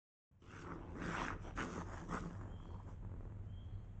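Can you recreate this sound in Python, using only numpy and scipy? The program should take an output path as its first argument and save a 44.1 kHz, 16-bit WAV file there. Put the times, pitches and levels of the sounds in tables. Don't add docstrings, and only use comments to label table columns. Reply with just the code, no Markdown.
import sys
import numpy as np
from scipy import signal
from scipy.io import wavfile
from scipy.ndimage import uniform_filter1d

SR = 44100
rng = np.random.default_rng(int(sys.argv[2]) if len(sys.argv) > 2 else 0)


def digitize_waveform(pressure):
    field = np.atleast_2d(pressure).T
    bounded = np.clip(field, -1, 1)
    quanta = np.round(bounded * 32767).astype(np.int16)
    wavfile.write(sys.argv[1], SR, quanta)


N = 176400
T = np.arange(N) / SR


def amp(db):
    return 10 ** (np.asarray(db) / 20)


def unit(x):
    return x / np.sqrt(np.mean(x ** 2) + 1e-20)


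def curve(rows, t, column=1):
    rows = np.array(rows)
    return np.interp(t, rows[:, 0], rows[:, column])


def swell(t, peak_s, half_s, db):
    return amp(db) * np.exp(-((t - peak_s) / half_s) ** 2 / 2)


def add(mix, start_s, sound):
    part = mix[max(round(start_s * SR), 0):][:len(sound)]
    part += sound[:len(part)]


def colour(x, points):
    hz, db = np.transpose(points)
    f = abs(np.fft.fftfreq(8192, 1 / SR))
    log_gain = np.log(amp(np.interp(np.log(f + 1), np.log(hz), db)))
    response = np.exp(np.conj(signal.hilbert(log_gain)))
    taps = np.fft.ifft(response).real[:len(f) // 2]
    return unit(signal.fftconvolve(x, taps)[:len(x)])


def resonate(x, hz, width_hz):
    turn = np.exp(2j * np.pi * np.cumsum(hz * np.ones(len(x))) / SR)
    r = np.exp(-np.pi * width_hz / SR)
    ring = signal.lfilter([(1 - r) ** 2], [1, -2 * r, r * r], x / turn + 1e-18)
    return unit((turn * ring).real)


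def patchy(x, spread_db=3.5):
    spectrum = signal.stft(x, nperseg=512)[2]
    patches = uniform_filter1d(rng.standard_normal(spectrum.shape[::-1]), size=6, axis=0)
    patches = unit(uniform_filter1d(patches, size=4, axis=1).T)
    return unit(signal.istft(spectrum * amp(spread_db * patches), nperseg=512)[1][:len(x)])


def trees(x, fade_s, echoes_per_s=2000):
    t = T[:SR]
    echoes = rng.standard_normal(SR) * (rng.random(SR) < echoes_per_s / SR)
    echoes *= amp(-60 * t / fade_s) * (t > .008)
    return signal.fftconvolve(x, echoes / np.linalg.norm(echoes))[:N]


# f/Hz, level/dB
AIR_COLOUR = [(20, 6), (100, 11), (170, 10.5), (300, -2), (500, -6), (1000, -13), (2000, -20),
              (3200, -28.5), (4200, -37), (5200, -42.5), (6800, -31.5), (8000, -36.5), (9000, -38.5)]
RUMBLE_COLOUR = [(10, -17), (22, -9), (36, 10.5), (50, 2.5), (70, -4), (110, -8), (160, -15.5), (400, -49),
                 (2000, -100)]
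# t/s, level/dB
RUMBLE_LEVEL = [(.3, -64.5), (.8, -55), (1.45, -52.5), (2.0, -55.5), (2.6, -55), (3.1, -50.5), (3.6, -56),
                (4.0, -53.5)]
FADE_IN = [(.31, -13), (.4, -13), (.45, -6), (.7, -1), (1.0, 0)]
def night():
    air = amp(-59.5) * colour(rng.standard_normal(N), AIR_COLOUR)
    rumble = amp(curve(RUMBLE_LEVEL, T)) * colour(rng.standard_normal(N), RUMBLE_COLOUR)
    drone = amp(-58) * resonate(rng.standard_normal(N), hz=84.8, width_hz=15.6)
    drone += amp(-57.5) * resonate(rng.standard_normal(N), hz=100.15, width_hz=7.7)
    drone *= amp(2.3 * (T - T.mean()))
    return (air + rumble + drone) * amp(curve(FADE_IN, T))


# t/s, half length/s, level/dB, f/Hz
FAR_CHIRPS = [(2.726, 0.053, -87.5, 4340), (3.767, .05, -91.5, 4200)]
def far_chirps():
    return sum(swell(T, s, half_s, db) * resonate(rng.standard_normal(N), hz, width_hz=550)
               for s, half_s, db, hz in FAR_CHIRPS)


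# t/s, level/dB, f/Hz (the pitch each one climbs towards)
PEEPS = [(2.459, -74, 3262), (3.459, -75, 3263)]
def frogs(length_s=.22, rise=.083, glide_s=.06):
    calls, t = np.zeros(N), np.arange(0, length_s, 1 / SR)
    for s, db, top_hz in PEEPS:
        wobble = unit(uniform_filter1d(rng.standard_normal(N), size=120))[:len(t)]
        hz = top_hz * (1 - rise * np.exp(-t / glide_s) + .04 * t / length_s * wobble)
        whistle = np.sin(2 * np.pi * np.cumsum(hz) / SR)
        add(calls, s, amp(db) * np.sin(np.pi * t / length_s) * whistle)
    return calls + amp(2) * trees(calls, fade_s=1.3)


# t/s, level/dB (raised a little below)
SCUFFLE = [(0.38, -105), (0.43, -80.5), (0.63, -67.5), (0.65, -78.5), (0.87, -91.5), (1.01, -71.5),
           (1.04, -61), (1.29, -62.5), (1.39, -102.5), (1.42, -75), (1.51, -82), (1.55, -91.5), (1.56, -65),
           (1.58, -60), (1.82, -67.5), (1.85, -80.5), (1.96, -66), (2.07, -78), (2.12, -62.5), (2.17, -63),
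           (2.39, -83), (2.46, -85.5), (2.55, -94), (2.66, -85), (2.81, -90), (2.85, -76)]
# t/s, half length/s, level/dB
STEPS = [(2.666, .015, -92), (2.905, 0.036, -78), (3.244, .02, -91.5), (3.458, 0.018, -91),
         (3.657, .012, -87), (3.853, 0.0084, -88)]
# f/Hz, level/dB
LEAF_COLOUR = [(200, -4.5), (1000, 4.5), (2500, 4), (3400, 2.5), (4200, -5), (5000, 0), (6000, 4.5),
               (7300, 0.5), (8200, -3.5), (9000, -8.5)]
def leaves(crackles_per_s=2500, spread_db=9.5):
    sizes = amp(spread_db * np.minimum(rng.exponential(1, N), 4))
    crackles = sizes * rng.choice([-1, 1], N) * (rng.random(N) < crackles_per_s / SR)
    rustle = colour(unit(crackles) + .99 * rng.standard_normal(N), LEAF_COLOUR)
    fade_out = np.clip((SCUFFLE[-1][0] - T) / .05, 0, 1)
    scuffle = amp(curve(SCUFFLE, T) + 2.3) * fade_out
    steps = sum(swell(T, *step) for step in STEPS)
    return (scuffle + steps) * patchy(rustle)


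def vocal_folds(t, per_s, uneven, air, spread_db, puff_s=.004):
    gaps, sizes = rng.standard_normal((256, 2)).T
    at = (np.cumsum(np.exp(uneven * gaps)) * SR / per_s).astype(int)
    inside = at < len(t)
    slaps = np.zeros(len(t))
    slaps[at[inside]] = amp(spread_db * np.clip(sizes, -2, 1.5))[inside]
    puffs = signal.lfilter([1], [1, -np.exp(-1 / (puff_s * SR))], slaps)
    breath = (1 + puffs) * rng.standard_normal(N)[:len(t)]
    return np.sqrt(1 - air) * unit(slaps - slaps.mean()) + np.sqrt(air) * unit(breath)


# t/s, level/dB
GROWL_LEVEL = [(3.004, -71), (3.03, -55.5), (3.15, -60.5), (3.28, -58), (3.36, -65), (3.44, -64),
               (3.5, -75.5), (3.7, -65.5), (4.0, -81)]
# f/Hz, level/dB
GROWL_COLOUR = [(50, -15.5), (120, 6), (250, 3), (450, -4), (700, -10.5), (1150, -12), (2000, -28),
                (3500, -49.5), (5000, -51.5), (8000, -48.5)]
def growl():
    t = np.arange(GROWL_LEVEL[0][0], N / SR, 1 / SR)
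    pulses = vocal_folds(t, per_s=44, uneven=.02, air=.37, spread_db=3.5)
    return t[0], amp(curve(GROWL_LEVEL, t)) * colour(pulses, GROWL_COLOUR)


# t/s, level/dB, f/Hz
CATCHES = [(0.721, -47.5, 1250), (1.109, -38, 1400), (1.171, -35, 1500), (1.218, -34, 1040),
           (1.251, -40, 1680), (1.284, -32, 1595), (1.305, -38.5, 1220), (1.577, -36.5, 1400),
           (1.6, -42.5, 1470), (1.631, -35, 1245), (1.818, -39.5, 980), (2.139, -47, 1180),
           (2.169, -47, 1230), (2.602, -53.5, 1050), (2.656, -52.5, 980), (2.706, -53, 1000),
           (2.745, -46, 950), (2.763, -56, 1090), (2.791, -58, 950), (2.808, -60, 990), (3.209, -57, 900),
           (3.254, -60, 990), (3.847, -58.5, 750)]
def throat_catch(peak_s, db, hz, rise_s=.0009):
    t = T[:SR // 80]
    grit = .33 * resonate(rng.standard_normal(len(t)), hz, width_hz=1000)
    loudness = amp(db) * t / rise_s * np.exp(1 - t / rise_s)
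    return peak_s - rise_s, loudness * (np.sin(2 * np.pi * hz * t) + grit)


# f/Hz, level/dB
THROAT_COLOUR = [(150, -32), (400, -7.5), (600, 4.5), (1000, 1.5), (1500, 1), (1900, -0.5), (2400, -7.5),
                 (3200, -2), (4200, -17.5), (8000, -30.5)]
CHEST_COLOUR = [(60, -32), (120, -6), (170, 6), (240, -3), (340, -1), (480, -4.5), (600, -10.5),
                (750, -35.5), (1500, -38), (4000, -71)]
RASP_COLOUR = [(500, -42), (1500, -21), (2200, 4.5), (2700, 7), (3300, 3), (4100, -9), (4900, -12),
               (5700, -13), (6500, -27), (8500, -23.5)]
# t/s, half length/s, level/dB
OPEN_JAWS = [(0.56, 0.063, -68.5), (.8, 0.24, -77.5), (1.04, 0.024, -61), (1.206, 0.061, -53.5),
             (1.474, 0.044, -68.5), (1.609, 0.017, -54), (2.15, 0.022, -73)]
# t/s, throat level/dB, mouth f/Hz, chest level/dB (lowered a little below)
WARNING = [(0.42, -75, 1140, -65), (0.564, -57, 1410, -57), (0.6, -61.5, 1425, -55.5),
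           (0.66, -58, 1210, -54), (0.716, -50, 1226, -46), (0.754, -59, 1160, -49.5),
           (0.796, -62, 930, -55), (0.95, -64.5, 940, -55)]
GRAPPLE = [(0.95, -63, 1000, -50), (1.028, -49, 1475, -46.5), (1.07, -49, 1566, -41.5),
           (1.158, -44, 1380, -50.5), (1.224, -46.5, 1070, -43.5), (1.268, -49.5, 1450, -49),
           (1.332, -50.5, 1286, -49), (1.38, -75, 1150, -53)]
GRUNT = [(1.38, -74, 1230, -66.5), (1.446, -60, 814, -56), (1.502, -57, 904, -56), (1.55, -78, 860, -67)]
LUNGE = [(1.55, -76, 1400, -60), (1.58, -43.5, 1450, -47.5), (1.614, -45, 1420, -40.5),
         (1.644, -53.5, 1260, -45), (1.692, -55, 1220, -48.5), (1.784, -51.5, 1230, -45.5),
         (1.824, -54, 1050, -55), (1.84, -86, 1010, -51)]
THREAT = [(1.84, -72, 1120, -58), (1.874, -59, 1010, -56.5), (1.944, -51, 1060, -53),
          (1.962, -62.5, 1080, -58), (1.972, -52, 1087, -58), (2.07, -68.5, 980, -53)]
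RETORT = [(2.07, -66.5, 1040, -52.5), (2.142, -40.5, 1240, -40), (2.15, -44, 1240, -41),
          (2.178, -43, 1316, -46.5), (2.202, -66.5, 1250, -50.5), (2.26, -57, 1150, -47),
          (2.3, -72.5, 1070, -54)]
GRUMBLE = [(2.3, -59.5, 1050, -54), (2.376, -64.5, 1100, -57.5), (2.426, -61, 1050, -54.5),
           (2.532, -67, 934, -56), (2.576, -72, 1080, -68.5), (2.7, -70, 940, -53)]
WHINE = [(2.68, -74.5, 950, -63), (2.75, -62, 900, -54), (2.78, -70, 944, -62), (2.8, -61, 1004, -63),
         (2.835, -74, 970, -73)]
HUFF = [(2.84, -79, 958, -65), (2.86, -77.5, 984, -65.5), (2.88, -62, 960, -56), (2.896, -63, 900, -57),
        (3.0, -89.5, 980, -74.5)]
# shape, slap rate/Hz, unevenness, share of air (0-1), slap level spread/dB,
# mouth ring width/Hz, chest f/Hz, hiss f/Hz, hiss level/dB (compared with the throat)
SNARLS = [(WARNING, 105, .2, 0.76, 1.8, 570, 310, 5500, -35.5),
          (GRAPPLE, 100, .22, 0.8, 2, 940, 308, 5760, -28.5),
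          (GRUNT, 120, .25, 0.86, 2.4, 930, 310, 5800, -18),
          (LUNGE, 130, 0.2, 0.69, 1.9, 810, 274, 6380, -21),
          (THREAT, 150, 0.2, 0.99, 1.8, 1030, 293, 6800, -20.5),
          (RETORT, 105, .22, 0.75, 2.1, 630, 200, 7760, -28),
          (GRUMBLE, 47, 0.074, 0.7, 3.3, 920, 245, 7030, -23.5),
          (WHINE, 60, .15, 0.91, 1.8, 310, 214, 6900, -34),
          (HUFF, 120, 0.27, .85, 1.8, 740, 250, 7400, -23.5)]
def snarl(shape, per_s, uneven, air, spread_db, width_hz, chest_hz, hiss_hz, hiss_db):
    t = np.arange(shape[0][0] - .01, shape[-1][0] + .008, 1 / SR)
    throat_db, mouth_hz, chest_db = (curve(shape, t, column) for column in (1, 2, 3))
    pulses = vocal_folds(t, per_s, uneven, air, spread_db)
    mouth = resonate(pulses, mouth_hz, width_hz)
    mouth += amp(-15) * resonate(pulses, 1.47 * mouth_hz, width_hz=320)
    throat = amp(throat_db) * colour(mouth, THROAT_COLOUR)
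    body = colour(pulses, CHEST_COLOUR)
    chest = amp(chest_db - 2) * unit(body + .45 * resonate(body, chest_hz, width_hz=203))
    rasp = sum(swell(t, *gape) for gape in OPEN_JAWS) * patchy(colour(pulses, RASP_COLOUR))
    hiss = amp(throat_db + hiss_db) * resonate(pulses, hiss_hz, width_hz=650)
    soft_ends = np.clip(np.minimum(t - t[0], t[-1] - t) / .015, 0, 1)
    return t[0], (throat + chest + rasp + hiss) * soft_ends


def scene():
    fight = leaves()
    for row in SNARLS:
        add(fight, *snarl(*row))
    for row in CATCHES:
        add(fight, *throat_catch(*row))
    add(fight, *growl())
    echoes = amp(-11.5) * trees(fight, fade_s=.36)
    return (fight + echoes + frogs() + far_chirps() + night())[None]


def record(dry, start_s=.312, soft_hz=8350, edge_hz=8850):
    switch_on = np.clip((T - start_s) * 500, 0, 1)
    gentle_cut = signal.firwin(71, soft_hz, fs=SR)
    steep_cut = signal.firwin(301, edge_hz, window=("kaiser", 8), fs=SR)
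    softened = signal.oaconvolve(dry * switch_on, gentle_cut[None], "same")
    return signal.oaconvolve(softened, steep_cut[None], "same")


dry = scene()
out = record(dry)
digitize_waveform(out)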